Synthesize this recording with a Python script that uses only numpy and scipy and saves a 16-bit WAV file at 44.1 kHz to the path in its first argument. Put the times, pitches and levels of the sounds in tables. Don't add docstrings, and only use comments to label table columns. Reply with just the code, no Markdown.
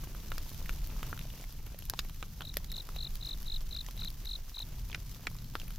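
import sys
import numpy as np
from scipy import signal
from scipy.fft import rfft, irfft, next_fast_len
from scipy.io import wavfile
from scipy.ndimage import uniform_filter1d, map_coordinates

SR = 44100
rng = np.random.default_rng(int(sys.argv[2]) if len(sys.argv) > 2 else 0)


def undo_db(level):
    steps = np.asarray(level, float) / 20
    return 10 ** steps


def unload_audio(sound):
    columns = np.transpose(np.atleast_2d(sound))
    steps = np.round(np.clip(columns, -1, 1) * 32767)
    wavfile.write(sys.argv[1], SR, steps.astype(np.int16))


N = 255020
TOP_HZ, HISS_TOP_HZ, EDGE_HZ = 16700, 15900, 250


# time in seconds, draught through the logs in dB, vigour of the flames in dB,
# flapping of the flame tongues in dB.
BURNING = [(0.0, -43.5, -58.5, -50.5), (0.92, -39, -57.5, -51), (1.13, -43, -59, -45.5),
           (1.43, -49, -60, -57), (1.63, -42, -64, -52.5), (2.74, -43.5, -63.5, -51.5),
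           (2.86, -44.5, -60.5, -58.5), (2.96, -41, -61.5, -52), (3.9, -43.5, -61, -54.5),
           (4.02, -40, -61, -47.5), (4.1, -41.5, -62.5, -53), (4.18, -44, -62, -52.5),
           (4.6, -48.5, -62.5, -65), (4.64, -45.5, -63.5, -49.5), (4.96, -41, -63, -52),
           (5.01, -45, -62.5, -52.5), (5.49, -43, -62.5, -49.5), (5.78, -41.5, -63.5, -52)]
# frequency in Hz, level in dB per Hz.
RUMBLE_COLOUR = [(11, -49), (18, 8), (47, 0), (90, -14), (120, -47), (200, -120)]
# frequency in Hz, level in dB per Hz.
FLUTTER_COLOUR = [(47, -62), (80, -5), (97, -1), (145, -0.5), (215, -13), (300, -21), (390, -41),
                  (660, -120)]
# frequency in Hz, level in dB per Hz.
ROAR_COLOUR = [(160, 3.5), (280, 2), (625, -4.5), (930, -6), (2020, -13), (3000, -8), (3900, -90),
               (6600, -120)]


def flames():
    draught_db, vigour_db, flap_db = curves(BURNING)
    rumble = undo_db(draught_db + 2.5) * spread(rng.standard_normal((2, N)), RUMBLE_COLOUR)
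    flutter = undo_db(flap_db + 0.5) * spread(rng.standard_normal((2, N)), FLUTTER_COLOUR)
    puffs = grainy(per_second=90, spread_db=4.0, grain_db=-1.0, grain_t60=0.019, patchy_db=1.5)
    flap_share = 0.29
    roar_db = vigour_db + 2 + flap_share * (flap_db - flap_db.mean()) + 1.05 * wobble(9)
    return rumble + flutter + undo_db(roar_db) * spread(puffs, ROAR_COLOUR)


# frequency in Hz, level in dB per Hz.
HISS_COLOUR = [(1530, -31), (2600, -4), (2960, -2.5), (3210, 0), (6200, 2), (8650, -8), (11100, -2),
               (13400, 2), (14900, 1.5), (15800, -7.5)]


def sizzle():
    mean_db, vigour_share = -58.5 + 3.5, 0.76
    sap = grainy(per_second=350, spread_db=1.5, grain_db=0, grain_t60=0.016, patchy_db=2.0)
    hiss = spread(sap, [(280, -76), (900, -4.5)] + HISS_COLOUR[1:])
    hiss = filtered(hiss, lambda hz: hz < HISS_TOP_HZ)
    return undo_db(mean_db + vigour_share * vigour_swing()) * hiss


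def vigour_swing():
    vigour_db = curves(BURNING)[1]
    return vigour_db - vigour_db.mean()


# frequency in Hz, gain in dB.
MIC_OPENING = [(2000, 9), (5000, -4), (7000, 1.5), (8900, -5.5), (11500, 3), (14200, 1.5), (15700, -5)]


def pops():
    s, knock_hz, knock_db, crack_hz, crack_db, snap_db = bursts().T[:, :, None, None]
    t = np.arange(1500) / SR
    push_cycles, crack_s, snap_s = 0.18, 0.00042, 0.00035
    knock_q, crack_q, thump_db = 4.4, 3, -11
    slow = 1 + 0.75 * (np.maximum(knock_db, crack_db) < -43)

    def swell(length):
        return t / length * np.exp(-t / length)

    def tear(length):
        return rng.standard_normal((len(s), 2, len(t))) * swell(length * slow)

    def push(hz):
        return swell(push_cycles / hz) * [[1], [0]]

    def wood(f):
        knock = resonance(f, knock_hz, knock_hz / knock_q) * resonance(f, knock_hz, 2 * knock_hz)
        large = np.minimum(1, 1300 / knock_hz) ** 2
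        return knock + undo_db(thump_db) * large * resonance(f, 660, 1600)

    def fibre(f):
        crack = resonance(f, crack_hz, crack_hz / crack_q) + 0.32
        return crack * resonance(f, 4260, 4640) ** 2 * undo_db(along(MIC_OPENING, f))

    def bright(f):
        return resonance(f, 13000, 7000) ** 2 * undo_db(along(MIC_OPENING, f))

    def ringing(shock, body, db, width_db):
        ring = filtered(shock, body)
        loudest = np.abs(uniform_filter1d(ring[:, :1] ** 2, size=66)).max(-1, keepdims=True)
        return undo_db(db) * ring / np.sqrt(loudest) * [[1], [undo_db(width_db)]]

    burst = ringing(push(knock_hz) + 0.05 * tear(0.0033), wood, knock_db + 2.5, width_db=-3)
    burst = burst + ringing(tear(crack_s) + 1.3 * push(crack_hz), fibre, crack_db - 0.5, width_db=-11)
    burst = burst + ringing(tear(snap_s), bright, snap_db - 2.5, width_db=-3)
    middle, side = burst[:, 0], burst[:, 1]
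    burst = among_logs(np.stack([middle + side, middle - side], axis=1))
    top_hz = np.where(snap_db > -42.5, TOP_HZ, HISS_TOP_HZ)
    return lay(s[:, 0, 0], filtered(burst, lambda f: np.clip((top_hz - f) / EDGE_HZ, 0, 1)))


# delay in seconds, level in dB, lean to one side from -1 to 1.
ECHOES = [
    (.0068, -20, 0.12),
    (.0135, -39, -.3),
]


def among_logs(burst):
    t = np.arange(900) / SR
    late = rng.normal(1, 0.065, (len(burst), len(ECHOES)))

    def walls(f):
        total = 1
        for k, (delay, db, lean) in enumerate(ECHOES):
            sides = np.array([[1 + lean], [1 - lean]])
            total = total + undo_db(db) * sides * np.exp(-2j * np.pi * f * delay * late[:, k, None, None])
        return total

    rattle = rng.standard_normal((len(burst), 2, 900)) * undo_db(-60 * t / 0.039)
    rattle = filtered(rattle, lambda f: resonance(f, 1800, 9100) ** 3)
    rattle = undo_db(-14) * rattle / np.linalg.norm(rattle, axis=-1, keepdims=True)
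    scatter = signal.fftconvolve(burst, rattle, axes=2)[..., :burst.shape[-1]]
    return filtered(burst, walls) + scatter


# start in seconds, knock in Hz, knock in dB, crack in Hz, crack in dB.
SHARP_POPS = [(0.1491, 1320, -44, 2500, -53), (0.6594, 1920, -46, 2600, -46),
              (.6935, 1400, -34.5, 2420, -31.5), (1.0299, 1230, -36, 2470, -35),
              (1.176, 1460, -46.5, 3440, -47), (1.4402, 750, -53, 2140, -46.5),
              (1.991, 1260, -34, 3900, -25), (2.096, 1190, -49, 2670, -48),
              (2.4076, 1390, -38, 3500, -37.5), (2.8898, 1270, -41.5, 5500, -47.5),
              (2.9622, 700, -47.5, 1950, -40.5), (3.8865, 970, -43.5, 3170, -41),
              (5.5537, 1320, -27.5, 4030, -33.5), (5.7055, 1440, -49, 3150, -47.5)]
# start in seconds, knock in Hz, knock in dB, crack in Hz, crack in dB.
DULL_POPS = [(.3184, 1370, -33.5, 2660, -35.5), (1.129, 1440, -31.5, 2090, -47),
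             (1.2531, 644, -51, 4450, -53), (1.745, 570, -47.5, 2170, -50), (1.9366, 940, -34.5, 4400, -39),
             (2.2271, 1240, -35, 2800, -34), (2.231, 1240, -43, 2640, -46), (2.4159, 930, -45, 2500, -48),
             (2.4199, 1440, -41, 3540, -36.5), (2.5692, 570, -37.5, 3760, -36.5),
             (2.569, 1850, -35, 3760, -45), (4.021, 1400, -46.5, 3000, -47),
             (4.5711, 1000, -49.5, 2480, -55), (4.6017, 890, -49.5, 2790, -56),
             (4.899, 980, -48, 2630, -50), (4.929, 2380, -38, 3600, -40.5),
             (4.9465, 2550, -31, 3800, -34.5), (4.9477, 1590, -36.5, 5100, -36),
             (5.2698, 2290, -26.5, 4100, -28), (5.2724, 1390, -34, 1890, -45),
             (5.5624, 1310, -47, 4040, -64)]
# start in seconds, crack in Hz, crack in dB, snap in dB.
SPLITS = [(0.2822, 5540, -47.5, -55), (0.3817, 5300, -35.5, -38.5), (1.1917, 4070, -38.5, -41),
          (1.2131, 3000, -45, -65), (1.789, 4800, -47.5, -37.5), (1.823, 3160, -46.5, -46),
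          (1.8984, 5330, -26.5, -23.5), (1.9939, 5430, -30, -36), (2.004, 4120, -45, -73),
          (2.5405, 5730, -43.5, -43.5), (2.5698, 5260, -29.5, -23.5), (2.644, 5000, -45, -47),
          (2.7173, 6140, -40, -38), (2.766, 6270, -41.5, -46), (3.1546, 4640, -44, -40.5),
          (3.4286, 5430, -46, -42.5), (3.7642, 4800, -40, -49), (3.864, 6200, -41, -58),
          (3.9093, 4870, -46.5, -45), (4.0476, 4870, -41.5, -40), (4.256, 6000, -46, -43),
          (4.495, 5200, -48, -49), (4.5921, 5100, -41.5, -41.5), (4.9163, 3670, -42.5, -67),
          (5.386, 4200, -47, -60), (5.599, 4550, -38.5, -50), (5.616, 2770, -43.5, -54),
          (5.759, 6100, -47, -50)]
# start in seconds, strength in dB, knock in Hz.
THUDS = [(0.38, -35.5, 1480), (0.464, -44.5, 956), (0.87, -54, 600), (0.897, -47, 1080), (0.964, -44, 1080),
         (0.987, -48, 1230), (1.007, -46, 1220), (1.094, -47, 1120), (1.302, -55, 830), (1.663, -50, 840),
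         (2.443, -49, 649), (2.604, -49, 950), (2.78, -47.5, 810), (4.784, -50, 960), (4.957, -41, 1570),
         (5.314, -48, 926), (5.352, -44.5, 1060), (5.679, -57, 1010)]
# start in seconds, crack in dB, snap in dB.
TICKS = [(0.039, -68, -44.5), (0.304, -55, -42.5), (.493, -49, -43), (.5454, -50, -45), (.7314, -52, -49),
         (.737, -56, -47), (.8722, -50, -42), (0.901, -49, -67), (1.0944, -64, -42.5), (1.3018, -47, -52),
         (1.411, -46.5, -63), (1.506, -51, -61), (1.5241, -52, -45), (1.6647, -50.5, -47),
         (1.8532, -50, -40), (2.047, -67, -46), (2.7247, -61, -41), (2.819, -65, -47), (2.87, -53, -48),
         (3.2718, -59, -52), (3.4208, -56, -43.5), (3.4706, -53, -47), (3.607, -45, -58), (3.967, -53, -45),
         (4.0842, -48, -45), (4.1026, -46, -42.5), (4.249, -54, -45), (4.8894, -55, -44),
         (5.1462, -48, -48), (5.6797, -49.5, -44)]
# start in seconds, strength in dB.
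SPARKS = [(0.748, -43), (0.7841, -45), (1.3994, -43), (1.6766, -47), (2.0874, -45), (2.145, -42),
          (2.4518, -38), (2.6124, -54), (3.0919, -43), (3.3744, -41), (3.4466, -43), (3.47, -45),
          (3.5618, -40), (3.612, -45), (3.7194, -49), (3.7432, -41), (3.846, -41), (3.9764, -42),
          (4.0083, -42), (4.6175, -41), (4.6867, -43), (5.0944, -41), (5.2074, -43), (5.3004, -41),
          (5.3142, -44), (5.3457, -41), (5.3654, -44), (5.444, -39)]


def bursts():
    ratio = 3.4
    tick_hz = 4230
    sharp = [(*row, -30.5 + 0.33 * row[-1]) for row in SHARP_POPS]
    dull = [(*row, row[-1] - 32) for row in DULL_POPS]
    splits = [(s, hz / ratio, db - 12.5, hz, db, snap) for s, hz, db, snap in SPLITS]
    thuds = []
    for s, db, hz in THUDS:
        knock_db = db - 6
        thuds.append((s, hz, knock_db, hz * ratio, knock_db - 9.5, knock_db - 3))
    stray = [(s, db - 11.5, db - 8.5) for s, db in SPARKS]
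    ticks = []
    for s, crack_db, snap_db in TICKS + stray:
        crack_hz = tick_hz * np.exp(rng.normal(0, 0.32))
        ticks.append((s, tick_hz / ratio, -64, crack_hz, crack_db, snap_db))
    return np.array(sharp + dull + splits + thuds + ticks)


def cricket():
    start_hz, fall_hz, curve, stroke_s, skew = 4245, 790, 1.32, .0142, .8
    octave_db, pan_db = -31, 1.3
    s, db = strokes().T[:, :, None]
    weak = np.clip((-36 - db) / 10, 0, 1)
    length = stroke_s * (1 - .2 * weak)
    t = np.arange(900) / SR
    u = np.clip(t / length, 0, 1)
    draw = rng.standard_normal((len(s), 2))
    hz = start_hz - 150 * weak + 25 * draw[:, :1] - fall_hz * (t / stroke_s) ** curve
    phase = 2 * np.pi * (np.cumsum(hz, axis=1) / SR + draw[:, 1:])
    teeth = 1 + .3 * uniform_filter1d(rng.standard_normal(phase.shape), size=40)
    swell = np.abs(np.sin(np.pi * u ** skew)) ** skew
    tone = undo_db(db) * swell * teeth * (np.sin(phase) + undo_db(octave_db) * np.sin(2 * phase))
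    direct = lay(s[:, 0] - .43 * length[:, 0], tone[:, None] * undo_db([[pan_db], [-pan_db]]))
    grass = rng.standard_normal((2, 4000)) * undo_db(-60 * np.arange(4000) / SR / 0.012)
    grass = grass / np.linalg.norm(grass[0])
    return direct + undo_db(-20) * signal.fftconvolve(direct, grass, axes=1)[:, :N]


# second stroke in seconds, last stroke in seconds, opening level in dB,
# full level in dB, change of the last stroke in dB.
TRILLS = [
    (2.4537, 2.5174, -52, -40, -9),
    (2.7033, 2.8045, -55.5, -37.5, -0.5),
    (2.968, 3.0713, -54, -36, -1.5),
    (3.2312, 3.3348, -45.5, -36, -1.5),
    (3.482, 3.565, -45, -35.5, -1),
    (3.731, 3.8116, -42.5, -36.5, 0),
    (3.9953, 4.0775, -46.5, -36.5, 0),
    (4.2741, 4.3573, -42.5, -35.5, -.5),
    (4.565, 4.6267, -42, -36, -.5),
]


def strokes():
    gap_s, lead_in_s = .0206, .0176
    shortfall_left = .35
    rows = []
    for second, last, opening_db, full_db, falter_db in TRILLS:
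        beat = np.linspace(second, last, 1 + round((last - second) / gap_s))
        s = np.r_[second - lead_in_s, beat]
        db = full_db + (opening_db - full_db) * shortfall_left ** np.arange(len(s))
        db = db + falter_db * (s == s[-1])
        rows += zip(s, db)
    return np.array(rows) + rng.standard_normal((len(rows), 2)) * [.0004, .6]


def grainy(per_second, spread_db, grain_db, grain_t60, patchy_db):
    draw = rng.random((2, N))
    starts = draw[0] < per_second / SR
    size = undo_db(np.minimum(-spread_db * np.log(1 - draw[1]), 15)) * starts
    fade = undo_db(-60 * np.arange(1200) / SR / grain_t60)
    swell = signal.fftconvolve(size, fade)[:N]
    hiss = rng.standard_normal((2, N)) * undo_db(patchy_db * wobble(30))
    return hiss + undo_db(grain_db) * unit(swell * rng.standard_normal((2, N)))


# frequency in Hz, likeness from 0 to 1.
EARS_ALIKE = [(60, 0.99), (150, 1), (300, 0.98), (1400, 0.9), (3100, 0.68), (6800, 0.13), (15000, 0.057)]


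def spread(pair, spectrum):
    def turn(hz):
        return np.arccos(np.clip(along(EARS_ALIKE, hz), -1, 1)) / 2

    def colour(hz):
        return undo_db(along(spectrum, hz)) * [np.cos(turn(hz)), np.sin(turn(hz))]

    mid, side = filtered(pair, colour)
    return unit(np.array([mid + side, mid - side]))


def unit(x):
    return x / np.sqrt(np.mean(x ** 2) + 1e-20)


def along(points, hz):
    f, v = np.transpose(points)
    return np.interp(np.log(hz + 1), np.log(f + 1), v)


def curves(rows):
    s, *cols = np.transpose(rows)
    return [np.interp(np.arange(N) / SR, s, c) for c in cols]


def wobble(rate):
    knots = rng.standard_normal(int(N * rate / SR) + 4)
    return map_coordinates(knots, [np.arange(N) * rate / SR])


def filtered(x, response):
    m = next_fast_len(x.shape[-1] + 4096)
    return irfft(rfft(x, m) * response(np.fft.rfftfreq(m, 1 / SR)), m)[..., :x.shape[-1]]


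def resonance(f, hz, width_hz):
    return 1j * f * width_hz / (hz * hz - f * f + 1j * f * width_hz)


def lay(times, sounds):
    at = np.round(times * SR).astype(int)[:, None] + np.arange(sounds.shape[-1])
    return np.array([np.bincount(at.ravel(), sounds[:, c].ravel(), N + SR)[:N] for c in (0, 1)])


def scene():
    return flames() + sizzle() + pops() + cricket()


def low_pass(x):
    return signal.sosfilt(signal.butter(12, 16850, fs=SR, output="sos"), x)


def record(dry):
    mix = filtered(dry, lambda hz: np.clip((TOP_HZ + EDGE_HZ - hz) / EDGE_HZ, 0, 1))
    return low_pass(mix)


dry = scene()
out = record(dry)
unload_audio(out)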